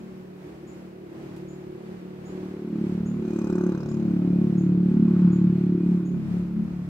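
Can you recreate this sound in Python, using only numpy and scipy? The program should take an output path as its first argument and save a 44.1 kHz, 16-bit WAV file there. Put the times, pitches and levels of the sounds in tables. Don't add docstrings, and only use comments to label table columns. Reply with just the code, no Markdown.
import sys
import numpy as np
from scipy import signal
from scipy.fft import rfft, irfft
from scipy.io import wavfile
from scipy.ndimage import uniform_filter1d, map_coordinates

SR = 44100
rng = np.random.default_rng(int(sys.argv[2]) if len(sys.argv) > 2 else 0)


def waveform_to_disk(signal):
    frames = np.transpose(np.atleast_2d(signal))
    scaled = np.clip(frames, -1, 1) * 32767
    samples = np.round(scaled).astype(np.int16)
    wavfile.write(sys.argv[1], SR, samples)


N = 303827
T = np.arange(N) / SR
HZ = np.fft.rfftfreq(N, 1 / SR)
CLOSEST_S = 3.6


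# t/s, f/Hz
FIRING_RATE = [(0.0, 37.08), (0.6, 36.57), (0.95, 37.04), (1.2, 36.4), (1.5, 36.98), (1.9, 36.24),
               (2.4, 37.16), (2.85, 36.23), (3.15, 36.72), (3.5, 36.11), (4.0, 36.0), (4.5, 36.0),
               (4.9, 36.06), (5.4, 35.89), (5.9, 35.67), (6.3, 35.48), (6.89, 35.5)]
def firings(first_firing_cycles=.27, jitter_cycles=.004, uneven_db=.5):
    rate, = curves(FIRING_RATE)
    cycles = np.cumsum(rate) / SR - first_firing_cycles + jitter_cycles * drift(12)
    count = np.floor(cycles)
    pulses = np.diff(count, prepend=count[0]) * gain_of(uneven_db * drift(12))
    return pulses, cycles % 1 / rate


# f/multiples of firing_hz, relative level/dB
TONE_FAR = [(1, -29.5), (2, -17.5), (3, -14), (4, -4), (5, 2), (6, 0.5), (7, -26), (8, -8.5), (9, -1),
            (10, 7), (11, 2), (12, -25), (13, -31), (14, -23)]
TONE_ALONGSIDE = [(1, -35.5), (2, -23.5), (3, -18.5), (4, -11.5), (5, -0.5), (6, -2.5), (7, -12), (8, -6),
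                  (9, -4.5), (10, -7.5), (11, -13.5), (12, -23.5), (13, -26.5), (14, -28.5)]
TONE_PAST = [(1, -39.5), (2, -27), (3, -17), (4, -7.5), (5, 4.5), (6, -3), (7, -13), (8, -10), (9, -8.5),
             (10, -14), (11, -24.5), (12, -40), (13, -35.5), (14, -34)]
# start t/s, length/s
PIPE_TURNS = [(2.15, .65), (3.72, .45)]
def muffler(pulses, firing_hz=36.06):
    view = sum(ramp(start, length) for start, length in PIPE_TURNS)
    sound = np.zeros(N)
    for k, tone in enumerate([TONE_FAR, TONE_ALONGSIDE, TONE_PAST]):
        overtones = [(multiple * firing_hz, db) for multiple, db in tone]
        colour = [(4.2, -61)] + overtones + [(620, -46), (1200, -58), (3000, -88.5)]
        share = np.clip(1 - abs(view - k), 0, 1)
        sound -= share * ring(pulses, colour)
    return sound


# t/s, level/dB of thud, of boom, of bark
EXHAUST_LEVELS = [(0.0, -62, -40, -48), (0.64, -50, -49.5, -45.5), (0.78, -59.5, -43.0, -50.5),
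                  (1.14, -52.0, -48.5, -41), (1.45, -46, -41.5, -41.5), (1.72, -46, -48.5, -41),
                  (1.91, -62, -39.5, -43.5), (2.26, -47.5, -42.5, -45), (2.38, -50, -37.0, -35),
                  (2.6, -50, -37.5, -37.5), (2.79, -37.5, -28.5, -31.5), (3.12, -34.5, -27, -41.5),
                  (3.241, -42.5, -29, -32), (3.68, -39, -23.5, -25.5), (3.8, -34, -36, -36.5),
                  (4.069, -31.5, -24, -30.5), (5.15, -29, -18, -30), (5.529, -30, -22, -31),
                  (5.96, -32.5, -22, -29.0), (6.08, -36, -28.5, -37.5), (6.64, -41.0, -26.5, -43),
                  (6.89, -30.5, -40, -50)]
# depth/dB, f/Hz, crest t/s
THROBS = [(3.6, 1.15, 5.45), (2.7, 4.45, 5.92), (2.0, 2.8, 5.75)]
# t/s, level/dB
ECHO_LEVEL = [(2.2, 0), (2.42, -8), (2.95, -13), (3.16, -3), (3.35, -15), (3.72, -15), (3.82, -1),
              (4.2, -12), (5.9, -11), (6.2, -2)]
def exhaust(pulses, trims_db=(-1, -.44, -.32), flutter_db=1.1):
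    direct = muffler(pulses)
    echo = trunk_echoes(direct)
    echo = echo + gain_of(-9) * scatter(echo, fade_s=.51, alike=.53)
    echo_db, = curves(ECHO_LEVEL)
    spectrum = rfft(fading(direct + gain_of(echo_db) * echo))
    below_boom, below_bark, below_top = (1 / (1 + (HZ / hz) ** steep)
                                         for hz, steep in [(160, 20), (262, 20), (455, 60)])
    bands = [below_boom, below_bark - below_boom, below_top - below_bark, 1 - below_top]
    leaving = ramp(CLOSEST_S, 2.2)
    gains = []
    for level_db, trim_db, (depth_db, hz, crest_s) in zip(curves(EXHAUST_LEVELS), trims_db, THROBS):
        throb_db = depth_db * leaving * np.cos(2 * np.pi * hz * (T - crest_s))
        gains.append(gain_of(level_db + trim_db + throb_db))
    gains.append(passing(-57, at_s=3.9, nearing_s=1.8, leaving_s=1) + swell(-55, at_s=3.58, width_s=.35))
    return sum(gain * gain_of(flutter_db * drift(13)) * steady(irfft(spectrum * band, N))
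               for gain, band in zip(gains, bands))


# f/Hz, relative level/dB
CHUFF_COLOUR = [(250, -44.5), (420, -12), (500, -0.5), (600, -8), (720, -8), (850, -22.5), (1300, -47),
                (3000, -84.5)]
RASP_COLOUR = [(450, -45), (700, -19.5), (860, 2), (980, -4), (1110, -1.5), (1230, -3.5), (1500, -3),
               (1750, -17), (2200, -29.5), (4500, -75.5)]
def gas_puffs(pulses, age, knock_db=-2, crack_db=-5):
    near = bell(CLOSEST_S, .54)
    crisp = puff(age, rise_s=.0014, decay_s=.008, rest=.24)
    smeared = puff(age, rise_s=.00073, decay_s=.0051, rest=.56)
    flow = near * crisp + (1 - near) * smeared
    knock = ring(pulses, CHUFF_COLOUR)
    far_knock = steady(scatter(trunk_echoes(knock), fade_s=.21, alike=.57))
    knock = near * knock + (1 - near) * far_knock
    chuff = noise(CHUFF_COLOUR, alike=.2) * flow + gain_of(knock_db) * knock
    crack = near * ring(pulses, RASP_COLOUR)
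    rasp = noise(RASP_COLOUR, alike=.66) * flow + gain_of(crack_db) * crack
    chuff_gain = (passing(-55.5, at_s=4.8, nearing_s=4.4, leaving_s=1.1)
                  + swell(-53.5, at_s=3.6, width_s=.25) + swell(-52.5, at_s=4.28, width_s=.3))
    rasp_gain = (passing(-56.5, at_s=4, nearing_s=1.1, leaving_s=2)
                 + swell(-50, at_s=3.613, width_s=.23) + swell(-55, at_s=5.234, width_s=.22))
    return chuff_gain * chuff + rasp_gain * rasp


# f/Hz, width/Hz, relative level/dB
PIPE_WHISTLES = [(2800, 990, -2.5), (3900, 380, -4.5), (5140, 340, -3), (5450, 320, -7.5), (6260, 330, -3),
                 (6430, 620, -9), (7580, 450, -5), (8600, 900, -22), (12500, 2500, -16)]
def jet(age, start_s=3.16, attack_s=.22, sag_db_per_s=5, bright_db_per_octave=4):
    spit = rng.standard_normal((2, N)) * puff(age, rise_s=.003, decay_s=.0035, rest=.075)
    head_on = bell(3.49, .1)
    hiss = np.zeros((2, N))
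    for hz, width, db in PIPE_WHISTLES:
        whistle = signal.lfilter(*signal.iirpeak(hz, hz / width, SR), spit)
        whistle = signal.lfilter(*signal.iirpeak(hz, hz / width / 2, SR), whistle)
        bright_db = bright_db_per_octave * np.log2(hz / 4000) * head_on
        hiss += gain_of(db + 3 * drift(18) + bright_db) * evened(whistle)
    level_db = -59 - sag_db_per_s * (T - start_s - attack_s)
    gain = gain_of(level_db) * hold(start_s, attack_s, end_s=3.95, release_s=.13)
    return gain * evened(hiss) * gain_of([[1], [-1]])


# f/Hz, relative level/dB
CLATTER_COLOUR = [(500, -24), (900, -9.5), (1400, 0.5), (1900, -0.5), (2500, -1.5), (3200, -6.5),
                  (3800, -8), (4400, -9.5), (5000, -12.5), (6500, -25.5), (9000, -36.5)]
def clatter(age):
    gain = passing(-60, at_s=4.27, nearing_s=1.9, leaving_s=1.6) + swell(-64.5, at_s=5.38, width_s=.33)
    return gain * noise(CLATTER_COLOUR, alike=.19) * puff(age, rise_s=.001, decay_s=.006, rest=1)


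# f/Hz, relative level/dB
PANEL_COLOUR = [(1800, -60), (2300, -22), (2410, -5), (2460, 0), (2510, -6), (2620, -22), (3300, -60)]
def panel(far_db=-82, held_db=-71.5):
    held = gain_of(held_db + 2.3 * drift(10)) * hold(start_s=3.14, attack_s=.13, end_s=6, release_s=.47)
    gain = gain_of(far_db) + held + swell(-63.5, at_s=3.44, width_s=.2)
    return gain * noise(PANEL_COLOUR, alike=.13)


# t/s, delay/samples
LEFT_DELAY = [(0, 18), (2.2, 18), (2.8, -4), (3.5, -6), (4.8, -6), (5.8, -4), (6.3, -4), (6.89, 7)]
def from_road(x):
    delay, = curves(LEFT_DELAY)
    return np.array([map_coordinates(side, [np.arange(N) - sign * delay / 2], order=3, mode="nearest")
                     for side, sign in zip(x, (1, -1))])


# along the road/m, off the road/m, relative level/dB
TRUNKS = [(14.15, 3, 0), (7, -4, -5), (2, 6, -6), (-9, 4, -7)]
def trunk_echoes(x, bike_m_per_s=2.35, listener_off_m=2, sound_m_per_s=343):
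    bike_m = bike_m_per_s * (T - CLOSEST_S)
    direct_m = np.hypot(bike_m, listener_off_m)
    thrown = irfft(rfft(x) * np.minimum(HZ, 400), N)
    echoes = np.zeros(N)
    for along, off, db in TRUNKS:
        detour_m = np.hypot(bike_m - along, off) + np.hypot(along, off - listener_off_m) - direct_m
        echoes += gain_of(db) * np.interp(abs(T - detour_m / sound_m_per_s), T, thrown)
    return evened(echoes) * x.std()


def scatter(x, fade_s, alike):
    t = np.arange(SR // 2) / SR
    taps = rng.standard_normal((3, len(t))) * (rng.random((3, len(t))) < .05)
    taps *= (t > .006) * gain_of(-60 * t / fade_s)
    tail = np.sqrt(alike) * taps[0] + np.sqrt(1 - alike) * taps[1:]
    return signal.fftconvolve(x[None], tail / np.linalg.norm(tail[0]), axes=1)[:, :N]


def fading(x, depth_db=3.2, step_hz=48):
    spectrum = rfft(x)
    for hz in np.arange(230, 500, step_hz):
        band = irfft(spectrum * np.clip(1 - abs(HZ - hz) / step_hz, 0, 1), N)
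        x = x + band * (gain_of(depth_db * drift(3)) - 1)
    return x


# t/s, relative level/dB, top of the arch f/Hz
CHIPS = [(-.03, -50, 7400), (0.672, -54, 7130), (1.482, -53.5, 7100), (2.253, -54.5, 7040),
         (3.055, -51.5, 6980), (3.885, -53, 7030), (4.574, -53, 6900), (5.319, -52.5, 7010),
         (6.05, -55.5, 6950)]
def bird(length_s=.04, direct_db=-5, echo_db=-3):
    song = np.zeros(N)
    rasp_hz = 135 * drift(350)
    for start_s, db, top_hz in CHIPS:
        progress = np.clip((T - start_s) / length_s, 0, 1)
        hz = top_hz - 640 * (2 * progress - .9) ** 2 + rasp_hz
        gain = gain_of(db) * np.sin(np.pi * np.sqrt(progress))
        song += gain * np.sin(2 * np.pi * np.cumsum(hz) / SR)
    return gain_of(direct_db) * song + gain_of(echo_db) * scatter(song, fade_s=.34, alike=.1)


# t/s, level/dB, decay/s
RUSTLES = [(1.363, -58, 0.026), (5.217, -64, .006)]
def grass():
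    gain = sum(gain_of(db) * (T > s) * np.exp(-abs(T - s) / decay) for s, db, decay in RUSTLES)
    return gain * noise([(500, -19), (2000, 3), (7000, -3), (15000, -12)], alike=.4)


# f/Hz, relative level/dB
BREEZE_COLOUR = [(12, -16.5), (25, -11.5), (40, -9), (52, 0), (70, -5), (100, -2.5), (300, -39.5),
                 (600, -68)]
def breeze(calm_db=-68, breeze_db=-53, lumpy_db=2):
    gust = swell(-50, at_s=6.7, width_s=.097)
    gain = gain_of(calm_db) + gain_of(breeze_db) * ramp(2.65, .37) + gust
    return gain * gain_of(lumpy_db * drift(4.8)) * noise(BREEZE_COLOUR, alike=.6)


# f/Hz, relative level/dB
WASH_COLOUR = [(30, -33.5), (60, -13.5), (110, -8), (190, -12), (360, -3.5), (455, -15), (815, -19.5),
               (1500, -26), (2120, -27), (3600, -36), (6000, -40), (8200, -43.5), (9500, -48.5),
               (15700, -53)]
# f/Hz, relative likeness
WASH_LIKENESS = [(60, 0.92), (150, 1), (380, 0.77), (950, 0.03), (2380, -0.14), (5980, -0.16),
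                 (15000, 0.13)]
def countryside(leaves_db=-59.5, swell_db=2):
    air = noise(WASH_COLOUR, alike=1.2 * at_pitches(WASH_LIKENESS, HZ))
    leaves = signal.sosfilt(signal.butter(4, [700, 6000], "band", fs=SR, output="sos"), air.mean(0))
    return gain_of(leaves_db + swell_db * drift(3.2)) * air / leaves.std()


def gain_of(db):
    return 10 ** (np.asarray(db) / 20)


def evened(x):
    return x / np.sqrt(np.mean(x ** 2) + 1e-20)


def steady(x, size=3675):
    power = uniform_filter1d(uniform_filter1d(np.mean(x ** 2, 0), size), size // 3)
    return x / np.sqrt(abs(power) + 1e-6 * power.mean())


def curves(rows):
    times, *columns = np.transpose(rows)
    return [np.interp(T, times, column) for column in columns]


def at_pitches(rows, hz):
    f, value = np.transpose(rows)
    return np.interp(np.log(hz + 1), np.log(f + 1), value)


def drift(per_s):
    return evened(irfft(rfft(rng.standard_normal(N)) / (1 + (HZ / per_s) ** 4), N))


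def noise(colour, alike):
    a, b = rfft(rng.standard_normal((2, N)))
    alike = np.clip(alike, -1, 1)
    mid, side = np.sqrt(1 + alike) * a, np.sqrt(1 - alike) * b
    return evened(irfft(np.array([mid + side, mid - side]) * gain_of(at_pitches(colour, HZ)), N))


def ring(pulses, colour, size=8192):
    log_gain = np.log(gain_of(at_pitches(colour, abs(np.fft.fftfreq(size, 1 / SR)))))
    spectrum = np.exp(np.conj(signal.hilbert(log_gain)))
    one_ring = np.fft.ifft(spectrum).real[:size // 2]
    return evened(signal.oaconvolve(pulses, one_ring)[:N])


def puff(age, rise_s, decay_s, rest):
    return evened(rest + (1 - np.exp(-age / rise_s)) * np.exp(-age / decay_s))


def ramp(start_s, length_s):
    return np.clip((T - start_s) / length_s, 0, 1)


def hold(start_s, attack_s, end_s, release_s):
    return ramp(start_s, attack_s) * np.exp(-np.maximum(T - end_s, 0) / release_s)


def bell(at_s, width_s):
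    return np.exp(-((T - at_s) / width_s) ** 2)


def swell(db, at_s, width_s):
    return gain_of(db) * bell(at_s, width_s)


def passing(db, at_s, nearing_s, leaving_s):
    return gain_of(db) / np.hypot(1, (T - at_s) / np.where(T < at_s, nearing_s, leaving_s))


def scene():
    pulses, age = firings()
    bike = from_road(exhaust(pulses) + gas_puffs(pulses, age) + clatter(age)) + jet(age) + panel()
    return bike + bird() + grass() + countryside() + breeze()


# f/Hz, relative level/dB
HISS_COLOUR = [(100, -12), (9500, -3), (12000, 3), (15700, -2.5)]
def record(dry, hiss_db=-73, top_hz=15800):
    wet = dry + gain_of(hiss_db) * noise(HISS_COLOUR, alike=0)
    treble_cut = signal.firwin(511, top_hz, window=("kaiser", 9), fs=SR)
    return signal.oaconvolve(wet, treble_cut[None], "same")


dry = scene()
out = record(dry)
waveform_to_disk(out)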